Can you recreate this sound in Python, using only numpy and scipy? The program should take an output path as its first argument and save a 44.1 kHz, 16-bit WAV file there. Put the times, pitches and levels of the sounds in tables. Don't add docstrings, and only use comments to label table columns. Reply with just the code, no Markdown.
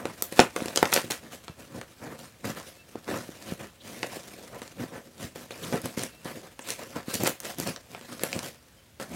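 import sys
import numpy as np
from scipy import signal
from scipy.fft import rfft, irfft
from scipy.io import wavfile
from scipy.ndimage import uniform_filter1d

SR = 44100
rng = np.random.default_rng(int(sys.argv[2]) if len(sys.argv) > 2 else 0)


def file_out(sig):
    cols = np.atleast_2d(sig).T
    lim = np.clip(cols, -1, 1)
    pcm = np.round(lim * 32767).astype(np.int16)
    wavfile.write(sys.argv[1], SR, pcm)


N = 403515
TIME = np.arange(N) / SR
HZ = np.fft.rfftfreq(N, 1 / SR)

# (time [s], panel knock [dB], paper crack [dB], tape snap [dB], tape snap pitch [Hz])
SNAPS = [(0.0546, -25, -30.5, -40, 6300), (0.2233, -33, -35.5, -20.5, 10700),
         (0.3244, -31.5, -37.5, -38, 7100), (0.3931, -4, -9.5, -29, 3280), (0.401, -15, -30, -16.5, 4630),
         (0.5627, -23.5, -25.5, -33, 6300), (0.6045, -38, -33, -53, 6400),
         (0.6581, -27.5, -38, -35.5, 6560), (0.683, -35, -37, -36, 4320), (0.7601, -29, -33, -22, 6550),
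         (0.774, -22.5, -26, -17.5, 4050), (0.8283, -12.5, -18, -28, 9000), (0.8552, -28, -30, -30, 3700),
         (0.9275, -29, -19, -32, 3570), (0.9376, -47, -42, -19, 7400), (0.941, -47, -38, -18, 7150),
         (0.9628, -23.5, -21.5, -25, 4000), (0.9753, -23, -23.5, -53, 3200), (1.109, -35, -35, -31, 6970),
         (1.1189, -41, -37, -28, 5300), (1.4812, -42.5, -39.5, -44, 4470), (1.8136, -66, -37.5, -43, 5000),
         (2.4443, -35, -38, -52, 5300), (3.044, -58, -54, -50, 5000), (3.079, -37, -36, -56, 5330),
         (4.0307, -29, -25, -34, 4300), (4.6183, -34, -38, -43.5, 6300), (4.678, -62, -48.5, -45, 5570),
         (5.3586, -38, -45, -45, 5700), (5.5077, -34.5, -39.5, -44.5, 4200),
         (5.7256, -24.5, -39.5, -41, 4700), (5.8174, -55, -52, -41.5, 9300),
         (5.8576, -30.5, -38, -33, 7250), (5.9932, -47, -36, -34, 5500), (6.0353, -29, -36.5, -30, 7400),
         (6.246, -49, -53, -46, 6000), (6.5923, -41, -37.5, -44, 6700), (6.7044, -39, -46, -27, 5750),
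         (7.142, -51, -45, -27.5, 7600), (7.1536, -29.5, -60, -30, 5100), (7.2355, -20, -41, -27.5, 9800),
         (7.2474, -31, -41, -33, 6000), (7.275, -26.5, -27, -23.5, 8550), (7.2941, -27, -50, -32, 10300),
         (7.4026, -67, -46, -35, 9000), (7.5851, -33, -54, -36, 8300), (7.6001, -29.5, -41, -29.5, 8400),
         (7.674, -37, -51, -34, 7800), (7.762, -49, -39, -37.5, 3420), (7.9483, -44, -36, -56, 2900),
         (8.012, -42.5, -45.5, -49, 5000), (8.195, -52, -42, -41, 3680), (8.2353, -24, -27.5, -24, 8050),
         (8.3295, -43, -40, -27, 3380), (8.391, -51.5, -35.5, -31.5, 5200), (8.999, -36, -37, -46, 5700)]


def gain_of(db):
    return 10 ** (np.asarray(db) / 20)


def evened(x):
    return x / np.sqrt(np.mean(x ** 2) + 1e-20)


def read(points, hz):
    f, value = np.transpose(points)
    return np.interp(np.log(hz + 1), np.log(f + 1), value)


def add(mix, s, sound):
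    part = mix[max(round(s * SR), 0):][:len(sound)]
    part += sound[:len(part)]


def band(x, lo_hz, hi_hz, order=2):
    edges_hz = [lo_hz, min(hi_hz, .49 * SR)]
    return signal.sosfilt(signal.butter(order, edges_hz, "band", fs=SR, output="sos"), x)


def coloured_noise(gain):
    return evened(irfft(rfft(rng.standard_normal(N)) * gain, N))


def wander(rate_hz):
    return coloured_noise(np.exp(-(HZ / rate_hz) ** 2))


def air():
    # (frequency [Hz], relative level [dB per Hz])
    room_tone = [(30, -19.5), (66, 4), (111, 2), (170, -3), (400, -10.5), (900, -15), (2200, -15.5),
                 (6000, -21), (15500, -25.5)]
    return gain_of(-58.5) * coloured_noise(gain_of(read(room_tone, HZ)))


def room(x, gap_s):
    # (frequency [Hz], time to fall by 60 dB [s])
    decay_times = [(120, 0.084), (700, 0.12), (2000, 0.21), (5000, 0.14), (13000, 0.18)]
    n = SR // 2
    arrives = (rng.random(n) < 3000 / SR) * (np.arange(n) > gap_s * SR)
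    taps = rng.standard_normal(n) * arrives
    hz, t, z = signal.stft(taps, SR, nperseg=256)
    decay_db = -60 * t / read(decay_times, hz)[:, None]
    tail = signal.istft(z * gain_of(decay_db), SR)[1]
    return signal.oaconvolve(x, tail / np.linalg.norm(tail))[:N]


def glides(rows, rough):
    out, tremble = np.zeros(N), wander(rate_hz=510)
    for s, length_s, start_hz, end_hz, db in rows:
        n = int(length_s * SR)
        hz = np.linspace(start_hz, end_hz, n) * (1 + rough * tremble[int(s * SR):][:n])
        tone = np.sin(2 * np.pi * np.cumsum(hz) / SR)
        add(out, s, 2 * gain_of(db) * tone * signal.windows.hann(n))
    return out


def whistle():
    # (time [s], length [s], start pitch [Hz], end pitch [Hz], half of the peak [dB])
    whistles = [(1.48, 0.067, 2660, 2650, -65), (2.765, 0.087, 2640, 2670, -60),
                (6.04, 0.28, 2640, 2730, -66), (8.755, 0.07, 3280, 2950, -67)]
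    return glides(whistles, rough=0.003)


def squeaks():
    # (time [s], length [s], start pitch [Hz], end pitch [Hz], half of the peak [dB])
    squeak_glides = [(3.795, 0.035, 3270, 3700, -54.5), (5.5, 0.035, 3800, 3800, -49.5),
                     (5.535, 0.017, 2850, 2480, -50), (5.625, 0.03, 3040, 3500, -44),
                     (6.6, 0.043, 6900, 7700, -51.5)]
    return glides(squeak_glides, rough=0.11)


def effort_db():
    # (time [s], level [dB])
    hand_levels = [(0.0, -47.5), (0.28, -46), (0.84, -52), (1.32, -52.5), (2.88, -53), (3.31, -45),
                   (3.85, -59), (4.05, -44.5), (4.66, -47.5), (5.2, -58), (5.86, -44.5), (6.09, -52.5),
                   (7.36, -56), (7.92, -53.5), (8.33, -36.5), (8.56, -56), (9.05, -61.5), (9.15, -43)]
    # (time of full force [s], attack [s], hold [s],
    # flexing panels [dB], scraping flaps [dB], crackling tape [dB])
    strokes = [(0.0, .01, 0.11, -44, -42.5, -55), (0.39, 0.11, 0.015, -42, -37, -34),
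               (0.562, 0.013, 0.17, -46, -41, -43.5), (0.757, .03, 0.15, -48, -41, -41),
               (0.921, 0.0083, 0.06, -41.5, -36, -30.5), (1.046, .02, 0.0083, -37, -44.5, -45.5),
               (1.103, 0.0021, 0.004, -39, -32, -30.5), (1.23, 0.028, 0.046, -48, -50.5, -58),
               (1.326, 0.023, 0.0069, -46, -43, -42.5), (1.585, .02, 0.036, -49.5, -49.5, -52),
               (1.76, 0.11, 0.024, -38.5, -43, -50.5), (2.024, 0.031, 0.12, -42, -41.5, -52.5),
               (2.189, 0.021, 0.066, -49, -50, -50.5), (2.454, 0.036, 0.047, -33, -36.5, -39.5),
               (2.566, 0.031, 0.029, -46, -40.5, -45.5), (2.671, 0.044, 0.016, -58, -49, -46.5),
               (2.955, 0.026, .015, -44.5, -50, -73), (3.094, 0.041, 0.073, -35.5, -33, -41.5),
               (3.188, .02, 0.031, -43, -44, -46.5), (3.491, 0.12, 0.03, -42, -43, -44),
               (3.595, 0.017, .05, -43, -42.5, -48.5), (3.864, 0.085, 0.25, -46.5, -47, -46.5),
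               (4.125, .03, 0.047, -51, -42.5, -43.5), (4.378, .03, 0.086, -55, -49.5, -58),
               (4.55, 0.098, 0.013, -47, -40.5, -68), (4.807, 0.057, 0.021, -32, -38.5, -45),
               (4.937, 0.084, 0.045, -45, -41.5, -52.5), (5.062, 0.015, 0.0096, -48.5, -54.5, -68),
               (5.216, 0.073, 0.036, -40, -42.5, -42.5), (5.353, 0.0083, 0.09, -48.5, -48, -49),
               (5.509, .012, 0.095, -51, -47.5, -49), (5.627, 0.036, 0.093, -40, -42.5, -42.5),
               (5.729, .008, 0.025, -30.5, -29.5, -40), (5.843, 0.013, 0.013, -32.5, -39.5, -40),
               (5.973, 0.01, 0.073, -38, -40.5, -38), (6.25, 0.007, 0.059, -44.5, -40, -45),
               (6.359, 0.08, 0.016, -42.5, -44.5, -48.5), (6.433, 0.033, 0.033, -54, -47.5, -53.5),
               (6.699, 0.1, 0.018, -46, -40.5, -35.5), (6.791, 0.018, .045, -48, -40, -46),
               (6.876, .03, 0.054, -50, -50, -51), (6.959, 0.033, 0.025, -40.5, -36.5, -45.5),
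               (7.1, 0.06, 0.066, -51, -40, -38), (7.137, .004, 0.011, -37, -47, -32.5),
               (7.203, 0.018, 0.042, -32, -34.5, -38), (7.262, 0.018, 0.005, -44, -26.5, -27),
               (7.45, .05, 0.058, -48, -39, -39.5), (7.594, 0.038, 0.043, -38, -42.5, -39.5),
               (7.665, 0.017, 0.031, -33.5, -35.5, -36), (7.91, 0.033, 0.068, -51, -51, -51.5),
               (8.121, 0.11, .015, -42.5, -45.5, -48), (8.212, 0.039, 0.058, -47, -44.5, -48),
               (8.351, 0.032, 0.017, -36, -36.5, -43), (8.432, .02, 0.044, -44, -42.5, -40.5),
               (9.001, 0.0065, 0.025, -43, -38, -43.5), (9.115, 0.069, 0.037, -40, -45.5, -49.5)]
    step = 64
    t = TIME[::step]
    waver_db = 2.5 * wander(rate_hz=36)[::step]
    rubbing_db = np.interp(t, *np.transpose(hand_levels)) + waver_db
    share_db = np.c_[[-10.5, -8, -7]]
    power = gain_of(rubbing_db + share_db) ** 2

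    attack_range_db, sag_db_per_s, release_db_per_s = 26.5, 19.5, (361, 325.5, 286.5)
    for s, attack_s, hold_s, *levels_db in strokes:
        rise_db = attack_range_db * np.minimum(t - s, 0) / attack_s
        sag_db = sag_db_per_s * np.clip(t - s, 0, hold_s)
        release_db = np.outer(release_db_per_s, np.maximum(t - s - hold_s, 0))
        power += gain_of(np.c_[levels_db] + rise_db - (sag_db + release_db)) ** 2

    shudder_db, shudder_db_per_s = (-17, -6, -22.5), 332.5
    for s, *levels_db, _ in SNAPS:
        start_db = np.c_[np.add(levels_db, shudder_db)]
        power += (t > s) * gain_of(start_db - shudder_db_per_s * abs(t - s)) ** 2
    return [np.interp(TIME, t, 10 * np.log10(p)) for p in power]


def through_box(x, order=4096):
    # (frequency [Hz], relative level [dB per Hz])
    cardboard = [(40, -48), (70, -17.5), (105, 0), (160, -1.5), (250, 3), (420, -10), (600, -2.5),
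                 (850, -9.5), (1300, -9.5), (1900, -14), (3300, -20), (7000, -22.5), (11500, -26),
                 (16000, -31)]
    # (frequency [Hz], width [Hz], peak [dB])
    resonances = [(120, 21, 0.5), (280, 50, -5), (440, 140, 7), (552, 44, 4.5), (734, 56, 2),
                  (998, 75, 3.5), (1420, 60, -1), (1720, 310, 3), (1870, 60, 1), (2400, 85, 1)]
    hz = abs(np.fft.fftfreq(order, 1 / SR))
    db = read(cardboard, hz)
    db = db + sum(peak_db / (1 + (2 * (hz - f) / width) ** 2) for f, width, peak_db in resonances)
    minimum_phase = np.exp(np.conj(signal.hilbert(np.log(gain_of(db)))))
    response = np.fft.ifft(minimum_phase).real
    return signal.oaconvolve(x, response[:order // 2])[:N]


def shifting(x, patchy_db, order=512):
    z = signal.stft(x, nperseg=order)[2]
    across_pitch = uniform_filter1d(rng.standard_normal(z.shape), size=7, axis=0)
    patches = uniform_filter1d(across_pitch, size=6, axis=1)
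    return signal.istft(z * gain_of(patchy_db * evened(patches)), nperseg=order)[1][:N]


def slips(per_s, spread_db, smooth):
    size = gain_of(spread_db * np.minimum(rng.exponential(1, N), 4))
    clicks = size * rng.choice([-1, 1], N) * (rng.random(N) < per_s / SR)
    return evened(clicks) + smooth * rng.standard_normal(N)


def at_level(x, level_db, span_s):
    window = signal.windows.hann(max(int(span_s * SR), 3))
    power = signal.oaconvolve(x ** 2, window / window.sum(), "same")
    return x / np.sqrt(abs(power) + 1e-6 * np.mean(x ** 2)) * gain_of(level_db)


def tugging(flex_db, scrape_db, crackle_db):
    flex_top_hz, scrape_top_hz = 336, 2426
    grip = wander(rate_hz=38)
    fibres = slips(per_s=1500, spread_db=3.0, smooth=0.82) * gain_of(2.64 * grip)
    glue = slips(per_s=4200, spread_db=3.0, smooth=0.56) * gain_of(2.0 * grip)
    rubbed_box = through_box(fibres)
    peeled_tape = through_box(glue + 0.16 * fibres)
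    flex = band(rubbed_box, 50, flex_top_hz, order=3)
    scrape = shifting(band(rubbed_box, flex_top_hz, scrape_top_hz, order=4), patchy_db=2.5)
    crackle = shifting(band(peeled_tape, scrape_top_hz, 19000, order=4), patchy_db=2.5)
    flex = at_level(flex, flex_db, span_s=.04)
    scrape = at_level(scrape, scrape_db, span_s=0.059)
    crackle = at_level(crackle, crackle_db, span_s=0.053)
    return flex + scrape + crackle


def ticks(tape_db):
    size_db = 3 * np.minimum(rng.exponential(1, N), 2.5)
    clicks = (rng.random(N) < 30 / SR) * gain_of(tape_db + size_db)
    bright = gain_of(23) * band(clicks, 3100, 9500)
    papery = gain_of(26) * band(clicks, 550, 1800)
    return bright + papery


def releases():
    # (time [s], panel pitch [Hz], knock level [dB])
    thuds = [(0.6207, 268, -25), (1.497, 150, -34.5), (2.9557, 407, -30), (3.091, 370, -32),
             (3.135, 268, -31), (3.2905, 310, -34), (3.5216, 205, -24.5), (4.1689, 388, -32.5),
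             (4.839, 220, -32), (5.2426, 138, -31.5), (5.741, 246, -21.5), (5.7606, 345, -27),
             (5.9755, 248, -24), (6.256, 278, -31.5), (6.963, 256, -26.5), (7.082, 247, -27.5),
             (8.363, 193, -26), (9.132, 125, -39)]
    patch_hz, patch_db_per_octave, patch_top_hz = 488, 29.5, 493
    for s, knock_db, crack_db, snap_db, snap_hz in SNAPS:
        octaves = (crack_db - knock_db) / patch_db_per_octave
        hz = min(patch_hz * 2 ** octaves, patch_top_hz)
        yield s, hz, knock_db, crack_db, snap_db, snap_hz
    for s, hz, db in thuds:
        yield s, hz, db, db - 20.5, db - 31, 5000


def burst(t, lo_hz, hi_hz, decay_s, scatter):
    after = rng.standard_normal(len(t)) * np.exp(-t / decay_s)
    return band((t == 0) + scatter * after / np.linalg.norm(after), lo_hz, hi_hz)


def kicked_panel(t, hz, knock_db):
    # (multiple of its pitch, level before the kick's tilt [dB],
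    # time to fall to 1/e [cycles])
    panel_modes = [(.55, -15, 1.4), (1, 10, 0.54), (1.8, -3.5, 1.27)]
    bright_db = 0.78 * (knock_db + 22.5)
    panel = np.zeros(len(t))
    for ratio, db, cycles in panel_modes:
        ring = np.sin(2 * np.pi * ratio * hz * t) * np.exp(-t * ratio * hz / cycles)
        panel += gain_of(db + bright_db * np.log2(ratio)) * ring
    return band(panel, 0.55 * hz, 4 * hz)


def snaps():
    out, t = np.zeros(N), np.arange(SR // 16) / SR
    span = np.sqrt(.005 * SR)
    for s, hz, knock_db, crack_db, snap_db, snap_hz in releases():
        panel = kicked_panel(t, hz, knock_db)
        crack = burst(t, 680, 2720, decay_s=0.0016, scatter=1.6)
        snap = burst(t, snap_hz / 1.77, snap_hz * 1.61, decay_s=0.0013, scatter=1.4)
        parts = (panel, knock_db), (crack, crack_db), (snap, snap_db)
        add(out, s, span * sum(gain_of(db) * part / np.linalg.norm(part) for part, db in parts))
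    return out


def scene():
    flex_db, scrape_db, crackle_db = effort_db()
    rubbing = gain_of(-1.19) * tugging(flex_db, scrape_db, crackle_db) + squeaks()
    blows = gain_of(-0.56) * snaps() + ticks(crackle_db)
    echo = room(gain_of(-12.5) * rubbing + gain_of(-8.5) * blows, gap_s=.004)
    return (rubbing + blows + echo + whistle() + air())[None]


def record(dry):
    low_pass = signal.firwin(301, 16000, window=("kaiser", 8), fs=SR)
    return signal.oaconvolve(np.clip(dry, -1, 1), low_pass[None], "same")


dry = scene()
out = record(dry)
file_out(out)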